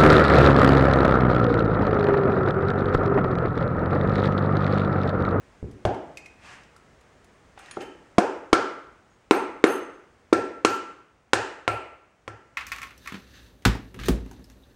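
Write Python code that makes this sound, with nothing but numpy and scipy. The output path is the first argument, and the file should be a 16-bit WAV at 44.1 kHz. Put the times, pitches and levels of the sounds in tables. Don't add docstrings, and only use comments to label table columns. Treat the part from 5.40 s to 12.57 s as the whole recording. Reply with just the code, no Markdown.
import sys
import numpy as np
from scipy import signal
from scipy.fft import rfft, irfft
from scipy.io import wavfile
from scipy.ndimage import uniform_filter1d

SR = 44100
rng = np.random.default_rng(int(sys.argv[2]) if len(sys.argv) > 2 else 0)


def invert_db(level):
    return 10 ** (np.asarray(level, dtype=float) / 20)


def wrap_up_sound(samples):
    columns = np.atleast_2d(samples).T
    tamed = np.clip(columns, -1, 1)
    steps = np.round(tamed * 32767).astype(np.int16)
    wavfile.write(sys.argv[1], SR, steps)


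N = 316197

# start in seconds, spot hit, peak in dB, crack in dB, sheet cover in dB,
# rise time in ms.
BLOWS = [
    (2.7794, "under", 6.5, -23.5, -52.5, 1.3),
    (3.127, "right", 6, -16.5, -20, 0.56),
    (3.908, "left", 9, -26, -22.5, 0.1),
    (4.238, "left", 11, -27.5, -29, 0.35),
    (4.924, "top", 7.5, -24.5, -20.5, 1.8),
    (5.246, "top", 4, -14, -19.5, 0.55),
    (5.931, "foot", 1.5, -12, -37, .22),
    (6.276, "rim", -1.5, -21, -25.5, 0.32),
    (6.876, "edge", -19, -16.5, -43.5, .29),
]
SPOT_COLOURS = {"right": (-15, -16.5, -3.5, -26, -56), "left": (-17, -21.5, -14, -17, -69.5),
                "top": (-14.5, -18.5, -13.5, -19, -49.5), "foot": (-18, -12.5, -8, -13.5, -39.5),
                "rim": (-20.5, -10.5, -11, -6, -33), "under": (-17, -11, -6, -17, -67.5),
                "edge": (-13.5, -15.5, -4.5, -8, -25)}
JOLT_HZ = {"right": 352, "left": 380, "top": 388, "foot": 520, "rim": 544, "under": 363.3, "edge": 510}
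# frequency in Hz, level in dB.
CASTING_MODES = [(250, -7.5), (325, 0.5), (430, 3), (560, -1), (680, 3.5), (790, -3), (890, 7.5), (1000, 1),
                 (1095, -3.5), (1320, 3), (1570, -5), (1800, -1.5), (2080, 4.5), (2270, 6.5), (2640, 8),
                 (3260, -12.5), (3950, -5.5), (4800, -9)]
# frequency in Hz, level in dB, t60 in seconds.
COVER_MODES = [(1351, 0, .4), (1362, -5, .3), (1343, -11, .6)]
# frequency in Hz, level in dB, t60 in seconds.
BOOM_MODES = [(70, -5, .2), (106, 0, .22)]
# start in seconds, frequency in Hz, level in dB, t60 in seconds.
SHOVES = [
    (2.784, 707, -6.5, 0.052),
    (2.782, 206.2, -9, 0.06),
    (3.127, 40, -18.5, .04),
]
ONSET_DELAY_S = .002


def blows():
    near, far = np.zeros(N), np.zeros(N)
    chance = rng.standard_normal((len(BLOWS), 3, SR // 5))
    cover = ring(*np.transpose(COVER_MODES), 0.83)
    swell_s = .015
    cover = cover * (1 - np.exp(-np.arange(len(cover)) / SR / swell_s))
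    boom = ring(*np.transpose(BOOM_MODES), .5)
    frame = ring([328, 352], [0, -4], [.3, .2], 0.34)
    floor = signal.butter(4, 240, "high", fs=SR, output="sos")
    rattle_db, rattle_hz = 4, 25
    hold = int(SR / rattle_hz)
    bench_echo_s, echo_share = .0027, 0.28
    for (s, spot, db, crack_db, cover_db, rise_ms), c in zip(BLOWS, chance):
        *colour, boom_db = SPOT_COLOURS[spot]
        thud_db, arrival = db + colour[0], s + ONSET_DELAY_S
        front, side = strike(CASTING_MODES, (320, 700, 1150, 2400, 5000), colour + [crack_db], rise_ms, c)
        direct = invert_db(db - 1.5) * front
        add(near, arrival, direct)
        add(near, arrival + bench_echo_s, echo_share * direct)
        add(far, s, invert_db(db - 5.5) * side)

        jolt = signal.sosfilt(floor, ring([JOLT_HZ[spot]], [8.5], [.02], .1))
        add(near, arrival + rise_ms / 2000, invert_db(thud_db) * jolt)
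        add(near, arrival, invert_db(thud_db - 14) * frame)

        wander = uniform_filter1d(np.repeat(c[1, -40:], hold), hold)[:len(cover)]
        rattling_cover = invert_db(cover_db + 1) * cover * invert_db(rattle_db * wander)
        for part, wall_share in ((rattling_cover, .15), (invert_db(db + boom_db) * boom, .6)):
            add(near, arrival, part)
            add(far, arrival, wall_share * part)
    for s, hz, db, t60 in SHOVES:
        add(near, s, ring([hz], [db], [t60], .2))
    return np.array([near, far])


# frequency in Hz, level in dB.
GRIT = [(300, -25.5), (1000, 4), (2500, 0), (5500, -8.5), (9000, -13), (11000, -27.5), (16000, -33)]


def strike(modes, centres_hz, colour_db, rise_ms, chance):
    hz, db = np.transpose(modes)
    level_change, detune = chance[:2, :len(hz)]
    db = db + np.interp(np.log(hz), np.log(centres_hz), colour_db) + 1.2 * level_change
    t60 = 13 / hz
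    x = np.array([ring(hz * (1 + .012 * detune), db, t60, .2, order=k) for k in range(2)])
    t = np.arange(x.shape[1]) / SR
    x *= 1 - np.exp(-(t * 1000 / rise_ms) ** 2)

    grit = chance[2] * (np.exp(-t / 0.0041) + 0.33 * np.exp(-t / 0.0054))
    grit[0] += 9
    f = np.arange(1, len(t) // 2 + 2) / .2
    grit_hz, grit_db = np.transpose(GRIT)
    grit = irfft(rfft(grit) * invert_db(np.interp(np.log(f), np.log(grit_hz), grit_db)))
    delay = int(1.5 * rise_ms * SR / 1000) + 24
    x += invert_db(colour_db[-1] + 5) * np.roll(grit, delay) * (t < .1)

    below_lowest_mode = signal.butter(3, .72 * hz[0], "high", fs=SR, output="sos")
    front, side = signal.sosfilt(below_lowest_mode, x)
    return front, all_round(side)


def all_round(x):
    power = np.cumsum(np.abs(rfft(x)) ** 2)
    k = np.arange(1, len(power) + 1)
    low, high = k / 1.13, np.minimum(k * 1.13, len(power))
    even = (np.interp(high, k, power) - np.interp(low, k, power)) / (high - low + 1e-9)
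    half = SR // 150
    return np.roll(irfft(np.sqrt(even)), half)[:2 * half] * np.hanning(2 * half)


def ring(hz, db, t60, seconds, order=0):
    t = np.arange(int(seconds * SR)) / SR
    hz, db, t60 = (np.reshape(v, (-1, 1)) for v in (hz, db, t60))
    modes = invert_db(db) * np.sin(2 * np.pi * hz * t) * np.exp(-np.log(1000) * t / t60)
    modes *= (-1) ** (order * np.arange(len(hz))[:, None])
    return np.sum(modes, axis=0) * (1 - np.exp(-t / .0004))


def add(out, s, x):
    i = int(s * SR)
    out[i:i + len(x)] += x[:len(out) - i]


# start in seconds, peak in dB, bench in dB, thud in dB, knock in dB.
THUDS = [
    (.226, -32, 1.5, -1.5, -60),
    (.24, -36, -4, -3, -13),
    (.33, -41, -4, -20, -30),
    (.449, -4.5, -19, -24.5, -1),
    (2.368, -28, -34, -2.5, 0.5),
]
# frequency in Hz, level in dB.
BENCH_MODES = [(105, -3.5), (170, 5), (250, 5), (370, 13), (490, -15), (650, 7), (810, -3.5), (990, -0.5),
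               (1400, 1.5), (1900, 4), (2500, 5.5), (3300, 21)]


def thuds():
    near, far = np.zeros(N), np.zeros(N)
    chance = rng.standard_normal((len(THUDS), 3, SR // 5))
    boom = ring(*np.transpose(BOOM_MODES), .5)
    for (s, db, *colour), c in zip(THUDS, chance):
        crack_db = colour[-1] - 24
        front, side = strike(BENCH_MODES, (95, 320, 780, 3000), colour + [crack_db], 0.83, c)
        add(near, s + ONSET_DELAY_S, invert_db(db) * front)
        add(near, s + ONSET_DELAY_S, invert_db(db + colour[0] + 4) * boom)
        add(far, s, invert_db(db - 3.0) * side)
    return np.array([near, far])


# start in seconds, level in dB, lowest mode and second mode in dB relative to it.
CHATTER = [
    (2.19, -74, 9, 13),
    (2.406, -63.5, -7, -7),
    (2.80, -60.5, -29.5, 2.5),
    (3.918, -44.5, -3, 0),
    (4.258, -37, -4, -9),
    (4.938, -59.5, -2.5, 7),
    (5.267, -44.5, -13, -6),
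    (5.95, -67.5, -8.5, 11),
    (6.299, -55.5, -18, 0),
]
# frequency in Hz, t60 in seconds.
BOLT_MODES = [(6331, .22), (8333, .22), (10600, .14), (13140, .13)]


def bolts():
    out = np.zeros(N)
    hz, t60 = np.transpose(BOLT_MODES)
    chance = rng.random((len(CHATTER), 16, 7))
    for (s, shake_db, *low_db), knocks in zip(CHATTER, chance):
        db = shake_db + np.array(low_db + [0, 0])
        length = max(.065 + .0015 * (shake_db + 40), .02)
        for when, size, detune, *spot in knocks:
            level_db = db - 9 * when - 8 * size - 8 * np.array(spot)
            knock = ring(hz * (1 + .014 * (detune - .5)), level_db - 1, t60, .35)
            add(out, s + 1.6 * length * when, knock)
    return out


# start in seconds, thing, click
# in dB, ring in dB.
TICKS = [(.312, "pin", -52, -65), (.545, "handle", -44.5, -45), (.772, "finger ring", -33, -36.5),
         (.781, "handle", -45.5, -41.5), (.859, "finger ring", -45.5, -41), (.862, "handle", -46.5, -45),
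         (1.235, "handle", -50, -65), (1.363, "foot", -48, -51), (1.364, "pin", -48, -70),
         (1.61, "pin", -56, -64), (1.844, "pin", -51.5, -80), (2.176, "lug", -28.5, -40),
         (2.191, "pin", -43.5, -60.5), (2.195, "foot", -36, -47.5), (2.21, "rod", -55.5, -66),
         (2.26, "rib", -43.5, -47), (2.285, "fin", -52.5, -47), (2.311, "rod", -27.5, -39),
         (2.312, "pin", -61.5, -41), (2.369, "foot", -62, -35), (2.371, "lug", -61, -29),
         (2.407, "washer", -32.5, -52), (2.417, "finger ring", -44, -47.5), (2.424, "fin", -51.5, -51),
         (3.70, "spring", -71, -70), (3.935, "bar", -86, -55.5), (4.268, "rod", -78, -36.5)]
THINGS = {"finger ring": (2500, .045, 6000), "handle": (2150, .025, 5000), "foot": (1315, .06, 1300),
          "lug": (790, .03, 1300), "rod": (9280, .05, 3000), "pin": (6680, .022, 7000),
          "rib": (3830, .015, 5000), "washer": (3045, .5, 2500), "fin": (1850, .05, 3000),
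          "spring": (6600, .3, 6600), "bar": (9380, .4, 9000)}


def ticks():
    out, t = np.zeros(N), np.arange(SR // 20) / SR
    for (s, thing, click_db, db), noise in zip(TICKS, rng.standard_normal((len(TICKS), len(t)))):
        hz, t60, grit_hz = THINGS[thing]
        edges_hz = [grit_hz / 2.6, min(grit_hz * 1.45, 15000)]
        band = signal.butter(2, edges_hz, "band", fs=SR, output="sos")
        add(out, s, invert_db(click_db) * signal.sosfilt(band, noise * np.exp(-t / 0.0047)))
        add(out, s, ring([hz, hz * 1.012, hz * 1.05], [db, db - 3, db - 7], [t60, t60, .02], .5))
    return out


# start, attack, hold and release in seconds, level in dB.
RUBS = [
    (.99, .06, .08, 0.096, -49.5),
    (2.16, 0.027, 0.18, 0.066, -55.5),
    (2.4, .01, .005, 0.03, -43),
]
# frequency in Hz, density in dB per Hz.
RUB_COLOUR = [(290, -15), (500, -17.5), (934, -8.5), (1550, -10), (2600, -7), (3720, -17.5), (8160, -23.5),
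              (12000, -40), (15600, -72), (22000, -120)]


def rubbing():
    depth_db = 17
    gain = 0
    for s, up, hold, down, db in RUBS:
        full, release, end = s + up, s + up + hold, s + up + hold + down
        gain = gain + curve([(s, db - depth_db), (full, db), (release, db), (end, db - depth_db)])
    return gain * coloured(RUB_COLOUR)


def curve(rows):
    s, db = np.transpose(rows)
    return invert_db(np.interp(np.arange(N) / SR, s, db, left=-150, right=-150))


def coloured(points):
    hz, db = np.transpose(points)
    f = np.arange(1, N // 2 + 2) * SR / N
    shape = invert_db(np.interp(np.log(f), np.log(hz), db))
    noise = irfft(rfft(rng.standard_normal(N)) * shape, N)
    return noise / np.sqrt(np.mean(noise ** 2))


# band centre in Hz, t60 in seconds, level in dB.
WALLS = [(88, 0.5, 13.5), (182, 0.73, 4), (389, 0.61, 11), (670, 0.65, 8), (1460, 0.72, 6.5),
         (2290, 0.67, 4.5), (6050, 0.52, 6), (8700, 0.091, 14), (13700, 0.089, 11.5)]


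def walls():
    t, out = np.arange(SR) / SR, 0
    for hz, t60, db in WALLS:
        band = signal.butter(2, [hz / 1.405, min(hz * 1.41, 21000)], "band", fs=SR, output="sos")
        decay = np.exp(-np.log(1000) * t / t60)
        out = out + invert_db(db) * signal.sosfilt(band, rng.standard_normal(SR)) * decay
    first_echo_s, swell_s = 0.0013, 0.0027
    out = out * np.clip((t - first_echo_s) / swell_s, 0, 1)
    return invert_db(-2) * out / np.sqrt(np.sum(out ** 2))


# frequency in Hz, density in dB per Hz.
SHOP_COLOUR = [(20, -21), (40, -7), (65, -3.5), (130, -7.5), (285, -10.5), (476, -10.5), (936, -15.5),
               (1890, -18), (2900, -25), (4140, -30.5), (6740, -30), (9320, -35), (11300, -50.5),
               (16000, -43)]
# time in seconds, level in dB.
SHOP_LEVEL = [(0, -56), (2.7, -57), (3.8, -60), (4.85, -60), (5.9, -64), (6.8, -64), (7.17, -61)]
# frequency in Hz, level in dB.
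WHINES = [(12910, -95.5), (15730, -89.5)]


def shop():
    t = np.arange(N) / SR
    whine = sum(invert_db(db) * np.sin(2 * np.pi * hz * t) for hz, db in WHINES)
    return curve(SHOP_LEVEL) * coloured(SHOP_COLOUR) + whine


def scene():
    friction = rubbing()
    tick_shares = np.array([[1], [.6]])
    near, far = thuds() + blows() + bolts() + friction + ticks() * tick_shares
    echo = signal.fftconvolve(far, walls())[:N]
    return (near + echo + shop())[None]


def roll_off(x):
    return signal.sosfilt(signal.butter(12, 16510, fs=SR, output="sos"), x)


def record(dry):
    soft = signal.sosfilt(signal.butter(1, 11000, fs=SR, output="sos"), dry)
    return roll_off(np.clip(soft, -.99, .99))


dry = scene()
out = record(dry)
wrap_up_sound(out)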